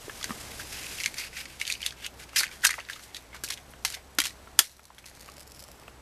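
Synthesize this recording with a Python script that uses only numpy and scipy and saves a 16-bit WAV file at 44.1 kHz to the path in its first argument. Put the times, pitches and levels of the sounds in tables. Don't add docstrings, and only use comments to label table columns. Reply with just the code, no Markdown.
import sys
import numpy as np
from scipy import signal
from scipy.fft import rfft, irfft, next_fast_len
from scipy.io import wavfile
from scipy.ndimage import map_coordinates

SR = 44100
rng = np.random.default_rng(int(sys.argv[2]) if len(sys.argv) > 2 else 0)


def wrap_up_sound(samples):
    columns = np.atleast_2d(samples).T
    tamed = np.clip(columns, -1, 1)
    steps = np.round(tamed * 32767).astype(np.int16)
    wavfile.write(sys.argv[1], SR, steps)


def to_linear_factor(level_db):
    exponent = np.asarray(level_db, float) / 20
    return 10 ** exponent


N = 265041


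def unit(x):
    return x / np.sqrt(np.mean(x ** 2) + 1e-20)


def curves(rows):
    time_s, *columns = np.transpose(rows)
    return [np.interp(np.arange(N) / SR, time_s, column) for column in columns]


def phase(hz):
    return 2 * np.pi * np.cumsum(hz) / SR


def shape(points):
    point_hz, point_db = np.transpose(points)
    return lambda f: to_linear_factor(np.interp(np.log(f + 1), np.log(point_hz), point_db, -90, -90))


def modes(table):
    def response(f):
        total = 0
        for k, (hz, width_hz, db) in enumerate(table):
            damping = 1j * f * width_hz
            total = total + (-1) ** k * to_linear_factor(db) * damping / (hz * hz - f * f + damping)
        return total
    return response


def above(edge_hz):
    return lambda f: f * f / (f * f - edge_hz ** 2 - 1.4j * f * edge_hz)


def filtered(x, response):
    m = next_fast_len(len(x) + 4096)
    gain = response(np.fft.rfftfreq(m, 1 / SR))
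    gain = gain / np.sqrt(np.mean(np.abs(gain) ** 2))
    return irfft(rfft(x, m) * gain, m)[:len(x)]


def wobble(rate):
    knots = rng.standard_normal(int(N * rate / SR) + 4)
    return map_coordinates(knots, [np.arange(N) * rate / SR])


# start_s, level_db
AIR = [(0, -54.5), (.33, -52), (.9, -51.5), (1.3, -56), (1.74, -58), (2.3, -56.5), (2.86, -59),
       (3.5, -57.5), (4.5, -58), (5.2, -57.5), (6.01, -58)]
# freq_hz, density_db_per_hz
GARDEN = [(13, -71), (22, -14), (110, -15.5), (170, -18), (315, -19), (486, -19.5), (815, -20.5),
          (1440, -25), (3260, -31), (7980, -36), (14500, -42.5)]
# start_s, pitch_hz, level_db
BIRD = [(5.68, 13700, -100), (5.69, 13620, -69), (5.72, 13310, -68), (5.79, 13300, -72.5),
        (5.84, 12100, -76), (5.86, 12750, -72), (5.9, 12500, -72), (5.95, 10600, -86), (5.97, 10500, -100)]


def garden():
    duck_s, duck_db, recover_s = 4.6, 8.5, 0.53
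    since_s = np.arange(N) / SR - duck_s
    gain_db = -duck_db * (since_s > 0) * np.exp(-np.abs(since_s / recover_s) ** 2)

    hiss_db = curves(AIR)[0] + gain_db + 4.0 + 0.8 * wobble(6)
    hiss = to_linear_factor(hiss_db) * filtered(rng.standard_normal(N), shape(GARDEN))

    turn = phase(63 + 3.2 * wobble(8))
    drone_db = -55.5 + gain_db + 1.4 * wobble(5.3)
    drone = to_linear_factor(drone_db) * (np.sin(turn) + 0.33 * np.sin(2 * turn))

    call_hz, call_db = curves(BIRD)
    call = to_linear_factor(call_db + 1.1 * wobble(70)) * np.sin(phase(call_hz))

    whine_db = -71.5 + gain_db + 2 * wobble(90)
    whine = to_linear_factor(whine_db) * np.sin(2 * np.pi * 7854 * np.arange(N) / SR + 0.9 * wobble(150))
    return hiss + drone + call + whine


def yard(x):
    hop = SR // 8
    t = np.arange(hop) / SR
    parts = np.pad(x, (0, -N % hop)).reshape(-1, hop)
    tails = rng.standard_normal(parts.shape) * to_linear_factor(-60 * t / 0.093) * (t > 0.002)
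    tails = tails / np.linalg.norm(tails, axis=1, keepdims=True)
    wet = signal.fftconvolve(parts, tails, axes=1)
    within = wet[:, :hop].ravel()
    spill = np.pad(wet[:, hop:], ((0, 0), (0, 1))).ravel()
    return (np.pad(within, (0, hop)) + np.pad(spill, (hop, 0)))[:N]


# start_s, peak_db, pitch_hz, t60_s
THUDS = [(0.08, -29.5, 400, 0.019), (0.295, -27.5, 285, 0.013), (0.306, -30, 220, 0.043),
         (2.408, -29, 1010, 0.024), (2.78, -36.5, 850, 0.053), (3.344, -46, 1100, 0.093),
         (3.437, -28, 356, 0.009), (3.849, -28, 1130, 0.017), (3.968, -49, 620, 0.08),
         (4.185, -28.5, 292, 0.03), (4.186, -24, 564, 0.014), (4.591, -34.5, 940, 0.059),
         (4.594, -37.5, 372, 0.04), (4.903, -46.5, 784, 0.027), (5.822, -50.5, 830, 0.046),
         (5.878, -50, 490, 0.045)]


def thuds():
    x, t = np.zeros(N + SR), np.arange(SR // 6) / SR
    for start_s, peak_db, hz, t60_s in THUDS:
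        clean = np.clip(1.4 - hz / 600, 0.2, 1)
        body = modes([(hz, 1.1 * hz, 0)])
        noise = rng.standard_normal(len(t))
        rustle = unit(filtered(noise, lambda f: body(f) ** 2 * above(200)(f)))
        swing = clean * np.sin(2 * np.pi * hz * t) + (1.1 - clean) * rustle
        decay = to_linear_factor(peak_db + 6.0 - 60 * t / np.clip(t60_s, 0.008, 0.2))
        x[round(start_s * SR):][:len(t)] += decay * (1 - np.exp(-t / 0.0013)) * swing
    return x[:N]


# fastest_s, rise_s, fall_s, rasp_db, box_db
SLIDES = [(0.3, 1, 1, -43.5, -43), (0.52, 0.033, 0.047, -56, -40), (0.728, 0.021, 0.03, -35.5, -34.5),
          (0.605, 0.028, 0.047, -39, -36.5), (0.76, 0.07, 0.62, -52, -40.5), (1.05, 0.99, 0.11, -37, -39.5),
          (1.2, 0.076, 0.1, -34.5, -33), (1.27, 0.12, 0.025, -46, -38), (1.372, 0.059, 0.13, -39, -34.5),
          (1.415, 0.12, 0.019, -44, -37.5), (1.5, 0.067, 0.2, -48.5, -45),
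          (1.612, 0.029, 0.078, -44, -37.5), (1.704, 0.14, 0.1, -39, -39.5),
          (1.865, 0.1, 0.068, -39, -36.5), (2.061, 0.11, 0.018, -45, -34), (2.2, 0.017, 0.065, -45, -40.5),
          (2.24, 0.074, 0.014, -44.5, -40.5), (2.294, .012, 0.022, -53, -43.5),
          (2.35, 0.075, .05, -56, -46), (2.363, 0.0062, 0.079, -23, -22), (2.386, 0.02, 0.04, -18, -30),
          (2.406, 0.033, .008, -26, -29), (2.44, 0.073, 0.025, -36, -37), (2.53, 0.049, 0.15, -45.5, -43.5),
          (2.652, 0.02, 0.018, -18, -15), (2.68, 0.023, 0.98, -61, -43.5), (2.75, .06, 0.07, -42.5, -50),
          (2.903, 0.014, 0.15, -44, -37.5), (3.04, 0.083, 0.052, -44.5, -62),
          (3.167, 0.039, 0.034, -42.5, -39.5)]
# fastest_s, rise_s, fall_s, rasp_db, box_db
SCRAPES = [(3.347, .003, 0.031, -44, -60), (3.35, 0.036, 0.079, -63, -39),
           (3.439, 0.0022, 0.055, -30.5, -42), (3.538, .04, 0.017, -36, -47),
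           (3.51, 0.082, 0.088, -46, -43), (3.58, .05, 0.061, -61, -46.5), (3.854, .002, 0.078, -29.5, -33),
           (3.945, 0.065, 0.081, -52, -37.5), (4.186, 0.0017, 0.061, -36, -25),
           (4.257, 0.032, 0.058, -33, -32.5), (4.596, 0.0034, 0.0067, -13.5, -22),
           (4.604, 0.017, .003, -28, -24.5), (4.616, .005, 0.1, -36.5, -38),
           (4.991, 0.018, 0.031, -56, -48), (5.075, 0.03, 0.075, -51, -51), (5.286, 0.79, 0.31, -57.5, -54)]


def pressure():
    span_db = 20
    box_swing = 1.24
    fastest_s, rise_s, fall_s, rasp_db, box_db = np.transpose(SLIDES + SCRAPES)[:, :, None]
    crest = np.repeat([1.09, 1], [len(SLIDES), len(SCRAPES)])[:, None]
    t = np.arange(0, N + 44, 44) / SR
    away = np.maximum((fastest_s - t) / np.abs(rise_s), (t - fastest_s) / np.abs(fall_s))
    loss_db = -span_db * away ** crest
    box = np.sqrt((to_linear_factor(box_db + box_swing * loss_db) ** 2).sum(0))
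    rasp = np.sqrt((to_linear_factor(rasp_db + loss_db) ** 2).sum(0))
    return [np.interp(np.arange(N) / SR, t, gain) for gain in (box, rasp)]


def moving_band(turn, clumps):
    def slow():
        return filtered(to_linear_factor(clumps) * rng.standard_normal(N), lambda f: 1 / (1 + (f / 400) ** 2))
    return unit(slow() * np.sin(turn) + slow() * np.cos(turn))


# freq_hz, width_hz, level_db
BOX = [(1570, 280, -0.5), (2090, 290, 3), (2700, 1900, -5.5)]
# freq_hz, density_db_per_hz
RASP = [(1650, -42), (2800, -15), (4550, -9), (4880, -6), (6370, -6), (9160, -7.5), (12500, -9.5),
        (14400, -21)]
# start_s, resonance_hz, freedom_0_to_1
CARD = [(0, 1900, 0), (.8, 2649, 0.42), (1.05, 2200, 0.1), (1.2, 2300, 0.8), (1.4, 2556, 0.64),
        (1.62, 2300, 0.3), (1.72, 2150, 1), (1.85, 2700, 0.64), (2.05, 2947, 0.55), (2.2, 2400, 0.3),
        (2.38, 2600, 0.7), (2.45, 1700, 0.86), (2.65, 1600, 0.37), (2.72, 2092, 0), (3.3, 2100, 0.46),
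        (6.01, 2130, 0.4)]


def friction():
    box, rasp = pressure()
    clumps_db = 1.5 * wobble(120) + 0.82 * wobble(500)
    grit = unit(to_linear_factor(clumps_db) * rng.standard_normal(N))
    walls = modes(BOX)
    body = filtered(grit, lambda f: walls(f) * f ** 2 / (f ** 2 + 1300 ** 2))

    card_hz, free = curves(CARD)
    turn = phase(card_hz)
    card = moving_band(turn, clumps_db)
    overtone = moving_band(1.98 * turn, clumps_db)

    low = to_linear_factor(-3.5) * box * (0.7 * body + free * card)
    high = to_linear_factor(-5.5) * rasp * (filtered(grit, shape(RASP)) + 0.97 * free * overtone)
    return low + high


# start_s, peak_db, pitch_hz
SNAPS = [(0.2429, -9.5, 5430), (1.863, -23, 4070), (2.6686, -12, 8500), (2.6706, -16, 8500),
         (2.675, -8.5, 8500), (3.851, -11.5, 5570), (4.5914, -16, 11600), (4.5913, -7, 9000),
         (5.058, -29, 6000), (5.0616, -27, 6000), (5.0637, -27, 6000)]


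def snaps():
    x, t = np.zeros(N), np.arange(64) / SR
    for start_s, peak_db, hz in SNAPS:
        x[round(start_s * SR):][:len(t)] += to_linear_factor(peak_db + 6.0 - 25 * hz * t) * np.sin(2 * np.pi * hz * t)
    return filtered(x, above(1060))


# freq_hz, width_hz, level_db
EDGE = [(8000, 6200, 4), (12500, 3000, -0.5)]


def contacts(rows, body, low_hz, edge_db):
    edge_grows = 0.33
    scatter_db = 3
    t = np.arange(SR // 40) / SR
    click = t == 0
    soft, hard, rings = np.zeros((3, N + SR))
    for start_s, peak_db, ring_hz, ring_db in rows:
        rattle, lumps, push = rng.standard_normal((3, len(t)))
        span = slice(round(start_s * SR), round(start_s * SR) + len(t))
        burst = to_linear_factor(-60 * t / 0.02 + 3.5 * lumps) * rattle + 4.6 * click
        soft[span] += to_linear_factor(peak_db - 13.5) * burst
        hard[span] += to_linear_factor((1 + edge_grows) * peak_db + edge_db + scatter_db * push[-1] - 6.5) * burst
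        wall = to_linear_factor(-60 * t * ring_hz / 16) * np.sin(2 * np.pi * ring_hz * t)
        ring = signal.fftconvolve(to_linear_factor(-60 * t / 0.017) * (push + 4 * click), wall)[:len(t)]
        rings[span] += to_linear_factor(peak_db + ring_db + 6.5) * ring / np.abs(ring).max()
    x = rings[:N] + filtered(soft[:N], modes(body))
    x = x + filtered(hard[:N], lambda f: modes(EDGE)(f) * above(5000)(f))
    return filtered(x, lambda f: above(low_hz)(f) ** 2)


def ticks(rows, ring_db):
    return [(*row, ring_db) for row in rows]


# freq_hz, width_hz, level_db
HOLLOW = [(1500, 2600, 5), (3200, 1700, 3)]
# start_s, peak_db, ring_hz, ring_db
FIDGETS = [(0.0964, -22, 1670, -14.5), (0.2935, -21.5, 1240, -15), (0.3058, -20, 1190, -13.5),
           (2.3316, -35, 1290, -9), (3.3296, -43.5, 2080, -2), (3.3452, -33, 1500, -28),
           (3.7365, -33, 1680, -19), (4.4729, -37.5, 1360, -10), (4.794, -35.5, 1340, -13.5),
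           (4.9824, -34.5, 3250, -10), (5.0419, -35, 2480, -14), (5.281, -30, 1600, -17),
           (5.288, -31.5, 1110, -16), (5.834, -44, 2500, -14), (5.88, -28.5, 1300, -16.5)]
# start_s, peak_db, ring_hz, ring_db
NAILS = [(3.706, -47, 1320, -17), (3.714, -47, 1320, -23), (4.15, -48, 1320, -23)]


def fingers():
    x = contacts(FIDGETS, HOLLOW, low_hz=465, edge_db=-29)
    return x + contacts(NAILS, EDGE, low_hz=8500, edge_db=17.0)


# freq_hz, width_hz, level_db
STICK = [(2200, 660, 5.5), (3700, 650, 4), (4530, 400, 10), (6170, 910, 5)]
# start_s, peak_db, ring_hz, ring_db
OPENING = [(0.2285, -21, 3400, -13), (0.2424, -15.5, 1890, -14.5), (0.2554, -27, 2570, -21),
           (0.597, -29.5, 1640, -2), (0.618, -33, 1750, -1), (0.727, -30, 1800, -18),
           (0.9238, -26, 3130, -17), (0.9851, -36, 2700, 2.5), (1.0018, -20, 2250, -10),
           (1.0355, -14.5, 2150, -17), (1.0391, -29, 2750, -17), (1.0598, -9.5, 2230, -11.5),
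           (1.142, -24, 2200, -11), (1.33, -39, 2120, -3.5), (1.455, -23, 2080, -13), ]
# start_s, peak_db, ring_hz, ring_db
PICKING = [(1.5995, -22, 3500, -13), (1.6142, -17, 2290, -2.5), (1.668, -22, 2730, -10),
           (1.677, -15, 2770, -17), (1.7006, -17, 2470, -6.5), (1.7132, -24, 4120, -5),
           (1.7235, -15, 4100, -11), (1.7385, -22.5, 2650, -12), (1.805, -32, 2230, -4),
           (1.8175, -22, 2700, -14), (1.8284, -31, 3140, 3), (1.8627, -10.5, 3700, -11.5),
           (1.9235, -30.5, 1650, -5.5), (2.064, -16.5, 2930, -12.5)]
# start_s, peak_db, ring_hz, ring_db
CLOSING = [(2.3607, -10.5, 3080, -11), (2.3708, -13.5, 2700, -9), (2.4078, -21, 1430, -7.5),
           (2.4328, -16.5, 1800, -3.5), (2.4404, -23.5, 1990, -2.5), (2.4663, -27.5, 2140, -7),
           (2.5139, -30.5, 2420, -12), (2.6345, -33, 1970, 2), (2.6384, -26, 1500, 4),
           (2.6508, -5, 2140, -7), (2.656, -14, 1600, -1.5), (2.6665, -27, 4900, -25),
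           (2.6704, -13, 8300, -8), (2.6918, -17.5, 1970, -3), (2.7044, -19, 2090, -7),
           (2.7078, -15.5, 1970, -12), (2.73, -27, 1990, -5), (2.7404, -29, 1840, 3),
           (2.7887, -34, 1940, 2), (2.8038, -37, 2660, 1.5), (2.8504, -39, 4000, -7),
           (2.8874, -33, 2140, -2), (2.8978, -22, 1570, -7.5), (2.9323, -28.5, 3600, -6.5),
           (3.1463, -26, 3820, -5.5), (3.1668, -20.5, 3720, -13.5)]
# start_s, peak_db, ring_hz
RATTLE = [(0.2115, -26, 1210), (0.6468, -45, 4500), (0.7433, -31, 2580), (0.7627, -39, 1890),
          (0.7882, -48, 5730), (0.8422, -30, 2630), (0.8672, -28, 2700), (0.91, -31, 2470),
          (0.9967, -35, 2870), (1.0077, -21.5, 2260), (1.0173, -30, 2130), (1.041, -21, 2860),
          (1.0521, -27, 2140), (1.0766, -24.5, 2150), (1.183, -23, 5180), (1.188, -28, 4670),
          (1.1954, -27, 2100), (1.2093, -33, 2150), (1.2389, -31, 2350), (1.2821, -37, 2700),
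          (1.3676, -30, 2020), (1.4037, -29, 5080), (1.6521, -25, 3150), (1.6981, -31, 2200),
          (1.7189, -24, 4200), (1.7523, -27.5, 2670), (1.8366, -27, 2200), (1.8509, -30, 2160),
          (1.8739, -27, 3770), (1.8876, -34, 3640), (1.907, -28, 3400), (2.0458, -23.5, 2950),
          (2.1405, -50, 3000)]
# start_s, peak_db, ring_hz
SHUT = [(2.3503, -38, 5920), (2.3795, -16, 6370), (2.3945, -11.5, 4970), (2.4459, -29, 1490),
        (2.4568, -31, 2780), (2.4786, -31, 2170), (2.4898, -34, 1510), (2.6086, -41, 8000),
        (2.6198, -38, 4220), (2.6443, -19, 2020), (2.6645, -19, 3940), (2.6679, -7.5, 8150),
        (2.6742, -18, 4530), (2.6999, -26, 1980), (2.7165, -24, 1970), (2.727, -35, 2020),
        (2.7986, -29, 1490), (2.8108, -36, 1870), (2.9208, -42, 5330), (2.961, -29, 1210),
        (2.994, -36, 1500), (3.1569, -40, 3730)]


def sticks():
    x = contacts(OPENING, STICK, low_hz=1430, edge_db=-9.0)
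    x = x + contacts(PICKING, STICK, low_hz=1640, edge_db=-7.0)
    x = x + contacts(CLOSING, STICK, low_hz=1190, edge_db=-6.0)
    x = x + contacts(ticks(RATTLE, ring_db=-7.5), STICK, low_hz=1500, edge_db=-19)
    return x + contacts(ticks(SHUT, ring_db=-8.5), STICK, low_hz=1210, edge_db=-9)


# freq_hz, width_hz, level_db
STRIP = [(1600, 1900, -6.5), (3400, 2500, -0.5), (6260, 2500, -0.5)]
# start_s, peak_db, ring_hz
SKIPS = [(3.3649, -32.5, 2050), (3.463, -28, 5620), (3.4777, -29, 2580), (3.5032, -17, 5460),
         (3.5143, -27, 2200), (3.5269, -27, 2140), (3.5327, -27, 3810), (3.5395, -26, 4090),
         (3.5787, -35.5, 1940), (3.8491, -10, 5560), (3.8517, -12.5, 4100), (3.8575, -29, 4200),
         (3.8784, -26, 3300), (3.8843, -27, 3700), (3.9087, -34, 3640), (3.9138, -35, 5280),
         (3.9326, -36, 3730), (3.9423, -22, 3600), (4.1878, -8.5, 4400), (4.1945, -29, 3000),
         (4.2274, -28, 3600), (4.2454, -19, 3190), (4.2646, -34, 3900), (4.2777, -26, 5230),
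         (4.2942, -33, 3790), (4.3061, -34, 2000)]
# start_s, peak_db, ring_hz, ring_db
STRIKES = [(3.4373, -18.5, 1670, -14.5), (3.4452, -19.5, 3390, -28), (3.4872, -22.5, 3070, -20),
           (3.5, -34, 2220, -1), (3.5065, -16.5, 2330, -18), (3.5222, -20, 2640, -22),
           (3.5363, -28, 2760, -18), (3.5745, -34, 3120, -8.5), (3.8489, -13.5, 2010, -14.5),
           (3.9022, -21.5, 1700, -25), (3.924, -23, 2500, -24), (3.9388, -31, 1830, -25),
           (3.9482, -19.5, 2030, -27), (4.1862, -8, 1420, -14.5), (4.2019, -9.5, 3200, -11.5),
           (4.2166, -18, 2100, -9.5), (4.2389, -16, 2600, -20), (4.2541, -14, 2090, -21),
           (4.2587, -17.5, 2700, -14), (4.2689, -16, 2900, -35), (4.5904, 1.5, 1720, -20.5),
           (4.5925, -4.5, 3230, -13.5), (4.6005, -21, 2000, -24)]


def strikes():
    x = contacts(ticks(SKIPS, ring_db=-11), STRIP, low_hz=1500, edge_db=-12)
    return x + contacts(STRIKES, STRIP, low_hz=745, edge_db=-5.5)


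# start_s, peak_db, ring_hz, ring_db
IGNITION = [(4.591, -18, 12200, 5)]


def ignition():
    return contacts(IGNITION, EDGE, low_hz=9000, edge_db=15.5)


# start_s, peak_db
POPS = [(4.6522, -31), (4.6625, -35), (4.671, -35), (4.676, -36), (4.6811, -43), (4.6952, -42),
        (4.716, -41), (4.7234, -41), (4.7675, -40), (4.7829, -47), (4.795, -45), (4.8039, -47),
        (4.833, -41), (4.8411, -40), (4.854, -33), (4.9476, -41), (4.9823, -46), (4.987, -33.5),
        (4.9967, -46), (5.0266, -47), (5.0451, -52), (5.0524, -52), (5.0582, -35), (5.063, -32),
        (5.074, -37), (5.085, -35), (5.0945, -40), (5.098, -34), (5.106, -45), (5.1107, -46), (5.126, -48),
        (5.1348, -49), (5.1512, -35), (5.161, -40), (5.1655, -41), (5.1718, -40), (5.1794, -48),
        (5.196, -35), (5.207, -34), (5.211, -30), (5.2241, -33), (5.2311, -37),
        (5.2455, -37), (5.2561, -42), (5.2605, -33.5), (5.27, -46), (5.2771, -44), (5.2817, -39),
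           (5.299, -33.5), (5.3188, -32.5), (5.3393, -37), (5.3644, -42), (5.368, -32), (5.382, -33),
           (5.389, -41), (5.3959, -32), (5.4023, -38), (5.406, -29), (5.4113, -34), (5.4234, -38),
           (5.428, -44), (5.431, -36), (5.4694, -42), (5.476, -34), (5.4995, -39), (5.5061, -45),
           (5.5106, -40), (5.5196, -28), (5.5476, -35), (5.562, -36), (5.575, -51), (5.5879, -47),
           (5.594, -30), (5.6007, -32), (5.6048, -31), (5.6235, -34), (5.626, -33), (5.639, -30),
           (5.6543, -50), (5.681, -38), (5.687, -39), (5.703, -43), (5.716, -33), (5.7644, -52),
           (5.798, -38), (5.8161, -42), (5.8345, -44)]
# start_s, level_db
FLAME = [(4.7, -71.5), (5.12, -79), (5.2, -69), (5.3, -77), (5.4, -72), (5.62, -65.5), (5.75, -70),
         (6.01, -84)]
# freq_hz, width_hz, level_db
GAS = [(5030, 2300, 0.5), (6800, 1800, 2), (10800, 5020, -2.5)]
# start_s, peak_db
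PUFFS = [(5.114, -48.5), (5.174, -47), (5.229, -48), (5.289, -45.5), (5.38, -43), (5.412, -47),
         (5.494, -50), (5.575, -47), (5.625, -46), (5.687, -44), (5.798, -52)]
# freq_hz, width_hz, level_db
DRUM = [(588, 52, -6), (1500, 670, -17)]
# start_s, delay_ms
ECHO = [(5.05, .5), (5.2, .46), (5.36, .385), (5.75, .385)]


def flame():
    start_s, peak_db = np.transpose(POPS)
    low_pops, high_pops = np.zeros((2, N))
    at, sign = np.round(start_s * SR).astype(int), rng.choice([-1, 1], len(start_s))
    low_pops[at] = to_linear_factor(peak_db + 3.0) * sign
    high_pops[at] = to_linear_factor(peak_db - 9) * sign

    sizes = to_linear_factor(np.minimum(4 * rng.exponential(size=N), 6))
    sparks = rng.random(N) < 0.012 * to_linear_factor(2 * wobble(40))
    fizz = to_linear_factor(curves(FLAME)[0]) * unit(sizes * sparks * rng.choice([-1, 1], N))
    x = filtered(low_pops + fizz, modes([(4900, 2900, 0)]))
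    x = x + filtered(high_pops + 0.19 * fizz, modes(EDGE))

    t = np.arange(800) / SR
    sputter = signal.fftconvolve(np.abs(low_pops + fizz), to_linear_factor(-17 - 60 * t / 0.015))[:N]
    x = x + filtered(sputter * rng.standard_normal(N), modes(GAS))

    puffs = np.zeros(N)
    for puff_s, puff_db in PUFFS:
        puffs[round(puff_s * SR)] += to_linear_factor(puff_db + 19.0)
    x = x + filtered(puffs, modes(DRUM))

    n = np.arange(N)
    echo_ms = curves(ECHO)[0] * (1 + 0.03 * wobble(25))
    delay = echo_ms * SR / 1000
    return sum(gain * np.interp(n - k * delay, n, x) for k, gain in enumerate([1, 0.4, 0.1]))


def scene():
    hits = thuds() + snaps() + fingers() + sticks() + strikes()
    mix = garden() + to_linear_factor(-10) * yard(hits) + friction() + hits + ignition() + flame()
    return mix[None]


def top_cut(x):
    return signal.sosfilt(signal.butter(12, 15460, fs=SR, output="sos"), x)


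def record(dry):
    dry = dry / (1 + np.abs(dry / 0.8) ** 6) ** (1 / 6)
    m = next_fast_len(N + 4096)
    loss_db = np.clip((np.fft.rfftfreq(m, 1 / SR) - 14100) * 0.048, 0, 34)
    mix = irfft(rfft(dry, m) * to_linear_factor(-loss_db), m)[:, :N]
    return top_cut(mix)


dry = scene()
out = record(dry)
wrap_up_sound(out)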